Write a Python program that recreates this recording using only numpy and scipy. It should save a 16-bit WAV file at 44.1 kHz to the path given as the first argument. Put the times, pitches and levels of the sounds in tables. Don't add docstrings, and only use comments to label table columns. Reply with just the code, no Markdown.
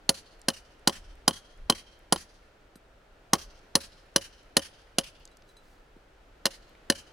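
import sys
import numpy as np
from scipy import signal
from scipy.fft import rfft, irfft
from scipy.io import wavfile

SR = 44100
rng = np.random.default_rng(int(sys.argv[2]) if len(sys.argv) > 2 else 0)


def wav_record(signal):
    frames = np.transpose(np.atleast_2d(signal))
    bounded = np.clip(frames, -1, 1)
    quanta = np.round(bounded * 32767).astype(np.int16)
    wavfile.write(sys.argv[1], SR, quanta)


N = 313992
T = np.arange(N) / SR
HIT_T = T[:SR // 4]


def from_db(db):
    return 10 ** (np.asarray(db) / 20)


def unit_rms(x):
    return x / np.sqrt(np.mean(x ** 2) + 1e-20)


def at_hz(points, hz):
    known, values = np.transpose(points)
    return np.interp(np.log(hz + 1), np.log(known), values)


def bins_hz(x):
    return np.fft.rfftfreq(x.shape[-1], 1 / SR)


def coloured(x, colour):
    return irfft(rfft(x) * from_db(at_hz(colour, bins_hz(x))), x.shape[-1])


def fade(t60_s):
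    return np.exp(-np.log(1000) * HIT_T / t60_s)


def swells(rows):
    return sum(from_db(db) * np.exp(-(2 * (T - s) / length_s) ** 2) for s, length_s, db in rows)


def levelled(x, db):
    return x * from_db(db) / np.sqrt(np.sum(x ** 2) / (SR / 100))


def add(track, start_s, sound):
    at = min(max(round(start_s * SR), 0), N)
    track[at:at + len(sound)] += sound[:N - at]


def ring(modes, spread_db, detune, stagger_s):
    out = 0
    for (hz, db, t60_s), (strength, shift, late) in zip(modes, rng.standard_normal((len(modes), 3))):
        age_s = np.maximum(HIT_T - abs(late) * stagger_s, 0)
        envelope = from_db(db + spread_db * strength) * fade(t60_s)
        out = out - envelope * np.sin(2 * np.pi * hz * (1 + detune * shift) * age_s)
    return out


def tilted(modes, db_per_oct):
    return [(hz, db + db_per_oct * np.log2(hz / modes[0][0]), t60_s) for hz, db, t60_s in modes]


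# f/Hz, level/dB
SURF_COLOUR = [(53, -39.5), (90, -5), (224, -10.5), (296, -6.5), (385, -7), (457, -5.5), (532, -6),
               (568, -5), (1140, -14), (1350, -9.5), (2130, -17), (2710, -18), (3910, -23), (6160, -29.5),
               (16000, -43)]
# t/s, level/dB before gain_db
SURF_LEVEL = [(0.0, -61), (2.99, -63), (3.43, -61), (6.09, -62.5), (6.68, -60.5), (7.12, -59.5)]
# f/Hz, coherence
SURF_COHERENCE = [(60, 0.85), (130, 0.91), (290, 1), (640, .42), (1400, .25), (4000, .3), (15000, 0.32)]


def surf(gain_db=2):
    mid, side = rfft(rng.standard_normal((2, N)))
    coherence = np.clip(at_hz(SURF_COHERENCE, bins_hz(T)), 0, 1)
    wide = irfft(np.sqrt(1 + coherence) * mid + np.sqrt(1 - coherence) * side * [[1], [-1]], N)
    level_db = gain_db + np.interp(T, *np.transpose(SURF_LEVEL))
    return unit_rms(coloured(wide, SURF_COLOUR)) * from_db(level_db)


# middle t/s, length/s, level/dB
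GUSTS = [(1.07, .25, -49.5), (1.63, 0.1, -43.5), (3.45, .2, -53.5), (5.22, .07, -51)]


def wind(band_hz=(18, 48), breeze_db=-60):
    band = signal.butter(2, band_hz, "band", fs=SR, output="sos")
    buffeting = unit_rms(signal.sosfilt(band, rng.standard_normal(N)))
    return buffeting * np.hypot(from_db(breeze_db), swells(GUSTS))


def echo_envelope(faces, t):
    power = 0
    for delay_s, db, swell_s in faces:
        age = np.maximum(t - delay_s, 0) / swell_s
        power = power + (from_db(db) * age * np.exp(1 - age)) ** 2
    return np.sqrt(power)


# delay/s, relative
# level/dB, swell/s
CLOSE_FACES = [(.006, -15.5, .02), (.047, -2, .009), (0.074, -4.5, 0.012)]
FAR_FACES = [(0.099, -4, .065), (.163, 1.5, .009), (.212, -2, .016), (.27, -17, .09)]
# f/Hz, level/dB
CLOSE_COLOUR = [(150, 2), (600, -3.5), (1200, 1.5), (2300, 8), (3100, 4), (4200, 2.5), (7000, 2.5),
                (10000, 0), (15000, 0)]
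FAR_COLOUR = [(200, -11.5), (1000, 0), (3100, 5), (4000, 2), (6000, -1.5), (10000, -8.5), (15000, -12)]


def cliff_echo(x, faces, colour, grain_db):
    t = T[:SR * 2 // 3]
    envelope = echo_envelope(faces, t)
    starts = [0] + [round((s - .01) * SR) for s, *_ in BLOWS[1:]]
    out = np.zeros((2, N))
    for start, end in zip(starts, starts[1:] + [N]):
        ledges = rng.standard_normal((3, len(t))) * from_db(grain_db * rng.standard_normal(len(t)))
        response = (ledges[:2] + .65 * ledges[2]) * envelope
        response /= np.sqrt(np.sum(response ** 2) / 2)
        echo = signal.fftconvolve(x[None, start:end], response, axes=1)
        out[:, start:start + echo.shape[1]] += echo[:, :N - start]
    return coloured(out, colour)


# f/Hz, level/dB, t60/s
BROAD_CLANG = [(3090, 0, .015)]


def towards_cliff(clang_db=-30, ping_db=-33):
    out = np.zeros(N)
    impulse = 1.0 * (HIT_T == 0)
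    click = np.roll(coloured(impulse, CRACK_COLOUR), 32)
    for s, force_db, seat_db, loose_db, square_db, *_ in BLOWS:
        clang = ring(stiffened(BROAD_CLANG, seat_db), spread_db=1, detune=.013, stagger_s=.0008)
        ping = ring(PING, spread_db=0, detune=.001, stagger_s=.00057)
        add(out, s, levelled(click, CRACK_DB + force_db))
        add(out, s, levelled(clang, clang_db + force_db + loose_db))
        add(out, s, levelled(ping, ping_db + force_db + square_db))
    return out


# f/Hz, relative level/dB, t60/s
SAND_MODES = [(62.6, -3.5, 0.11), (82, -1, 0.34)]


def sand(re_thud_db=-22):
    out = np.zeros(N)
    for s, force_db, seat_db, *_ in BLOWS:
        thump = ring(SAND_MODES, spread_db=4, detune=.037, stagger_s=.002)
        add(out, s, levelled(thump, thud_level_db(force_db, seat_db) + re_thud_db))
    return out


# middle t/s, length/s, level/dB
DRAGS = [(5.5, 0.057, -70), (5.7, 0.21, -72)]


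def dragging(grain_db=4):
    grains = rng.standard_normal(N) * from_db(grain_db * rng.standard_normal(N))
    rasp = coloured(grains, [(1500, -25), (4000, 1), (6000, -2), (12000, -10), (16000, -11.5)])
    return unit_rms(rasp) * swells(DRAGS)


# t/s, peak level/dB, f/Hz
CHIPS = [(.416, -42, 6150), (5.2533, -37.5, 5670), (5.2762, -42.5, 4370), (5.3702, -46.5, 6350),
         (5.422, -46.5, 3500), (6.751, -46, 2160)]


def chips(t60_s=.011, grit_flight_s=.28, grit_db=-57, grit_hz=7074, scatter=.22):
    out = np.zeros(N)
    factors = np.exp(scatter * rng.standard_normal((len(BLOWS), 2)))
    grit = [(s + grit_flight_s * flight, grit_db, grit_hz * pitch)
            for (s, *_), (flight, pitch) in zip(BLOWS, factors)]
    for s, db, hz in CHIPS + grit:
        edges_hz = [min(hz * .8, SR / 4), min(hz * 1.45, .45 * SR)]
        band = signal.butter(2, edges_hz, "band", fs=SR, output="sos")
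        tick = signal.sosfilt(band, rng.standard_normal(len(HIT_T)) * fade(t60_s))
        add(out, s, from_db(db) * tick / np.abs(tick).max())
    return out


# f/Hz, relative level/dB, t60/s
LOOSE_STEEL = [(3978, 0, .11), (6325, -12, .086), (7951, -10, .09), (9200, -8, .08), (12460, -15, .065)]


def touch(db, db_per_oct, tick_db):
    steel = ring(tilted(LOOSE_STEEL, db_per_oct), spread_db=1, detune=.001, stagger_s=.0005)
    return levelled(steel, db) + levelled(crack(db_per_oct=-2.5, t60_s=.018), db + tick_db)


# t/s, level/dB
CLINKS = [(5.314, -66), (5.4894, -61.5), (5.568, -56)]
# t/s, rock level/dB, steel level/dB
MALLET_RESTS = [(2.756, -48, -60.5), (5.964, -50.5, -81)]


def handling():
    out = np.zeros(N)
    for s, db in CLINKS:
        add(out, s, touch(db, db_per_oct=-.5, tick_db=-8))
    for s, bump_db, steel_db in MALLET_RESTS:
        add(out, s, touch(steel_db, db_per_oct=18, tick_db=2.8))
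        add(out, s, levelled(ring(THUD, spread_db=1.5, detune=.02, stagger_s=.001), bump_db))
    return out


# t/s, base level/dB
BOUNCES = [(0.5013, -33), (0.895, -31), (1.3084, -38), (1.7235, -35), (2.160, -32), (3.353, -35),
           (4.181, -38), (4.593, -35.5), (5.010, -45.5), (6.465, -22.5), (6.922, -34)]


def bounces(tick_db=-4, rock_db=-5, clang_db=-6, follow=.59):
    out = np.zeros(N)
    for s, db in BOUNCES:
        _, _, seat_db, loose_db, *_ = [blow for blow in BLOWS if blow[0] < s][-1]
        tick = crack(db_per_oct=-3, t60_s=.02)
        rock = ring(THUD + KNOCK, spread_db=2.5, detune=.013, stagger_s=.00088)
        clang = ring(stiffened(CLANG, seat_db), spread_db=5.5, detune=.008, stagger_s=.00046)
        add(out, s, levelled(tick, db + tick_db))
        add(out, s, levelled(rock, db + rock_db + follow * seat_db))
        add(out, s, levelled(clang, db + clang_db + follow * loose_db))
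    return out


# f/Hz, level/dB
RUMBLE_COLOUR = [(100, -22), (170, -1), (350, 2), (700, -1.5), (1100, -4), (1500, -11), (2200, -17.5),
                 (4000, -27.5)]


def rumble(t60_s=.085, build_s=.0033, tail_db=-21, tail_t60_s=.2):
    envelope = (fade(t60_s) + from_db(tail_db) * fade(tail_t60_s)) * (1 - np.exp(-HIT_T / build_s))
    return coloured(rng.standard_normal(len(HIT_T)), RUMBLE_COLOUR) * envelope


# f/Hz, level/dB
CRACK_COLOUR = [(500, -7.5), (1200, -10.5), (1800, -1.5), (2250, -14), (2900, -3), (3600, -6), (4200, 0.5),
                (6200, -1.5), (7300, -9), (9000, -5.5), (10200, -3.5), (10900, -15.5), (13000, -14),
                (16000, -24.5)]


def crack(db_per_oct, t60_s=.023, snap_t60_s=.006, tail_db=-26, tail_t60_s=.08,
          rise_s=.00064, echo_s=.0033, echo_gain=.3):
    colour = [(hz, db + db_per_oct * np.log2(hz / 5000)) for hz, db in CRACK_COLOUR]
    noise = coloured(rng.standard_normal(len(HIT_T)), colour)
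    decay = fade(snap_t60_s) + fade(t60_s) + from_db(tail_db) * fade(tail_t60_s)
    burst = noise * decay * (1 - np.exp(-HIT_T / rise_s))
    return burst + echo_gain * np.interp(HIT_T - echo_s, HIT_T, burst, left=0)


def stiffened(modes, seat_db, hz_per_db=11):
    return [(hz + hz_per_db * seat_db, db, t60_s) for hz, db, t60_s in modes]


def thud_level_db(force_db, seat_db):
    return THUD_DB + 1.3 * force_db + .27 * seat_db


# f/Hz, relative level/dB, t60/s
THUD = [(182, 2, .04), (235, -3, .06), (275, -3, .04), (335, -1, .04), (455, -5, .04)]
SLAB = [(548.5, 0.5, .10), (676, -10, .06)]
KNOCK = [(810, -2, .03), (915, -1, .027), (1020, 0, .032), (1100, -7, .05), (1420, -10, .04),
         (1810, -9, .018)]
CLANG = [(2900, -4, .035), (3040, 0, .04), (3180, -3, .03)]
BENDING = [(4045, 0, .027), (6345, 0, .024), (7930, -16, .03), (9140, -2, .026), (12430, -18, .03)]
PING = [(10250, -0.5, 0.058), (10120, -4.5, 0.064)]
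# t/s, force/dB, seat firmness/dB, grip looseness/dB, squareness/dB,
# bite/dB, edge clink f/Hz
BLOWS = [(0.0924, 0.5, -1, -13.5, 0.5, 7.5, 4350), (0.4841, -1, -2, 0.5, -3.5, -8, 5320),
         (0.8745, 2, 4.5, -2.5, -5.5, -1.5, 4430), (1.2791, 1, 7.5, 8, 2.5, 1.5, 4944),
         (1.6987, 0.5, 6, 11.5, -3, 5, 4124), (2.1244, 0.5, 6.5, -7.5, 6, -7.5, 5000),
         (3.3333, 2.5, 5.5, -8, -8.5, -0.5, 4280), (3.7538, 3, -1.5, -9.5, 3, 0.5, 4403),
         (4.161, 1, -5, 3, -1, 4, 5880), (4.5682, 2, -4, -1.5, 2, 1, 4280),
         (4.9845, -1, -6.5, 8, 0.5, -8, 4320), (6.4555, -2.5, -9, -9.5, -2, 5.5, 4116),
         (6.9, 1, -4, -1, 0.5, -7, 4090)]
CRACK_DB, THUD_DB, SLAB_DB, KNOCK_DB = -18.5, -23.5, -30.5, -26.5
CLANG_DB, BENDING_DB, PING_DB, CLINK_DB = -30.5, -33.5, -31.5, -27.5


def chisel_blows(rumble_re_thud_db=-11, clink_t60_s=.018):
    out = np.zeros(N)
    for s, force_db, seat_db, loose_db, square_db, bite_db, clink_hz in BLOWS:
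        thud_db = thud_level_db(force_db, seat_db)
        contact = [(tilted(THUD, db_per_oct=1.8 * force_db - .35 * seat_db), thud_db),
                   (SLAB, SLAB_DB + force_db - .4 * seat_db),
                   (KNOCK, KNOCK_DB + force_db + seat_db),
                   (stiffened(CLANG, seat_db), CLANG_DB + force_db + .55 * loose_db),
                   ([(clink_hz, 0, clink_t60_s)], CLINK_DB + force_db + bite_db)]
        steel = [(BENDING, BENDING_DB + force_db + .6 * loose_db),
                 (PING, PING_DB + force_db + square_db)]
        for modes, db in contact:
            add(out, s, levelled(ring(modes, spread_db=1.2, detune=.008, stagger_s=.0003), db))
        for modes, db in steel:
            add(out, s, levelled(ring(modes, spread_db=1.5, detune=.002, stagger_s=.0006), db))
        add(out, s, levelled(rumble(), thud_db + rumble_re_thud_db))
        crack_db_per_oct = -.03 + .12 * (seat_db + bite_db)
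        add(out, s, levelled(crack(crack_db_per_oct), CRACK_DB + force_db))
    return out


# f/Hz, left lead/rad
PORT_PHASE = [(100, 0), (300, .45), (560, 1.1), (720, 0), (900, -1.3), (1550, .6), (3100, -.65), (4000, .3),
              (5000, -.65), (7000, .45), (9200, .5), (10200, 1), (12300, -1.3), (15300, .6)]


def at_ports(x):
    half_lead_rad = at_hz(PORT_PHASE, bins_hz(x)) / 2
    return irfft(rfft(x) * np.exp(1j * half_lead_rad * [[1], [-1]]), N)


def scene(close_db=-25, far_db=-35.5, near_share=.32, low_cut_hz=181):
    work = chisel_blows() + bounces() + handling() + chips() + dragging()
    near = signal.sosfilt(signal.butter(4, low_cut_hz, "high", fs=SR, output="sos"), work)
    outgoing = towards_cliff() + near_share * near
    close_echo = from_db(close_db) * cliff_echo(outgoing, CLOSE_FACES, CLOSE_COLOUR, grain_db=1)
    far_echo = from_db(far_db) * cliff_echo(outgoing, FAR_FACES, FAR_COLOUR, grain_db=3.5)
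    return at_ports(near) + sand() + close_echo + far_echo + surf() + wind()


def record(dry, cutoff_hz=16000):
    return signal.sosfilt(signal.ellip(10, .1, 80, cutoff_hz, fs=SR, output="sos"), np.tanh(dry))


dry = scene()
out = record(dry)
wav_record(out)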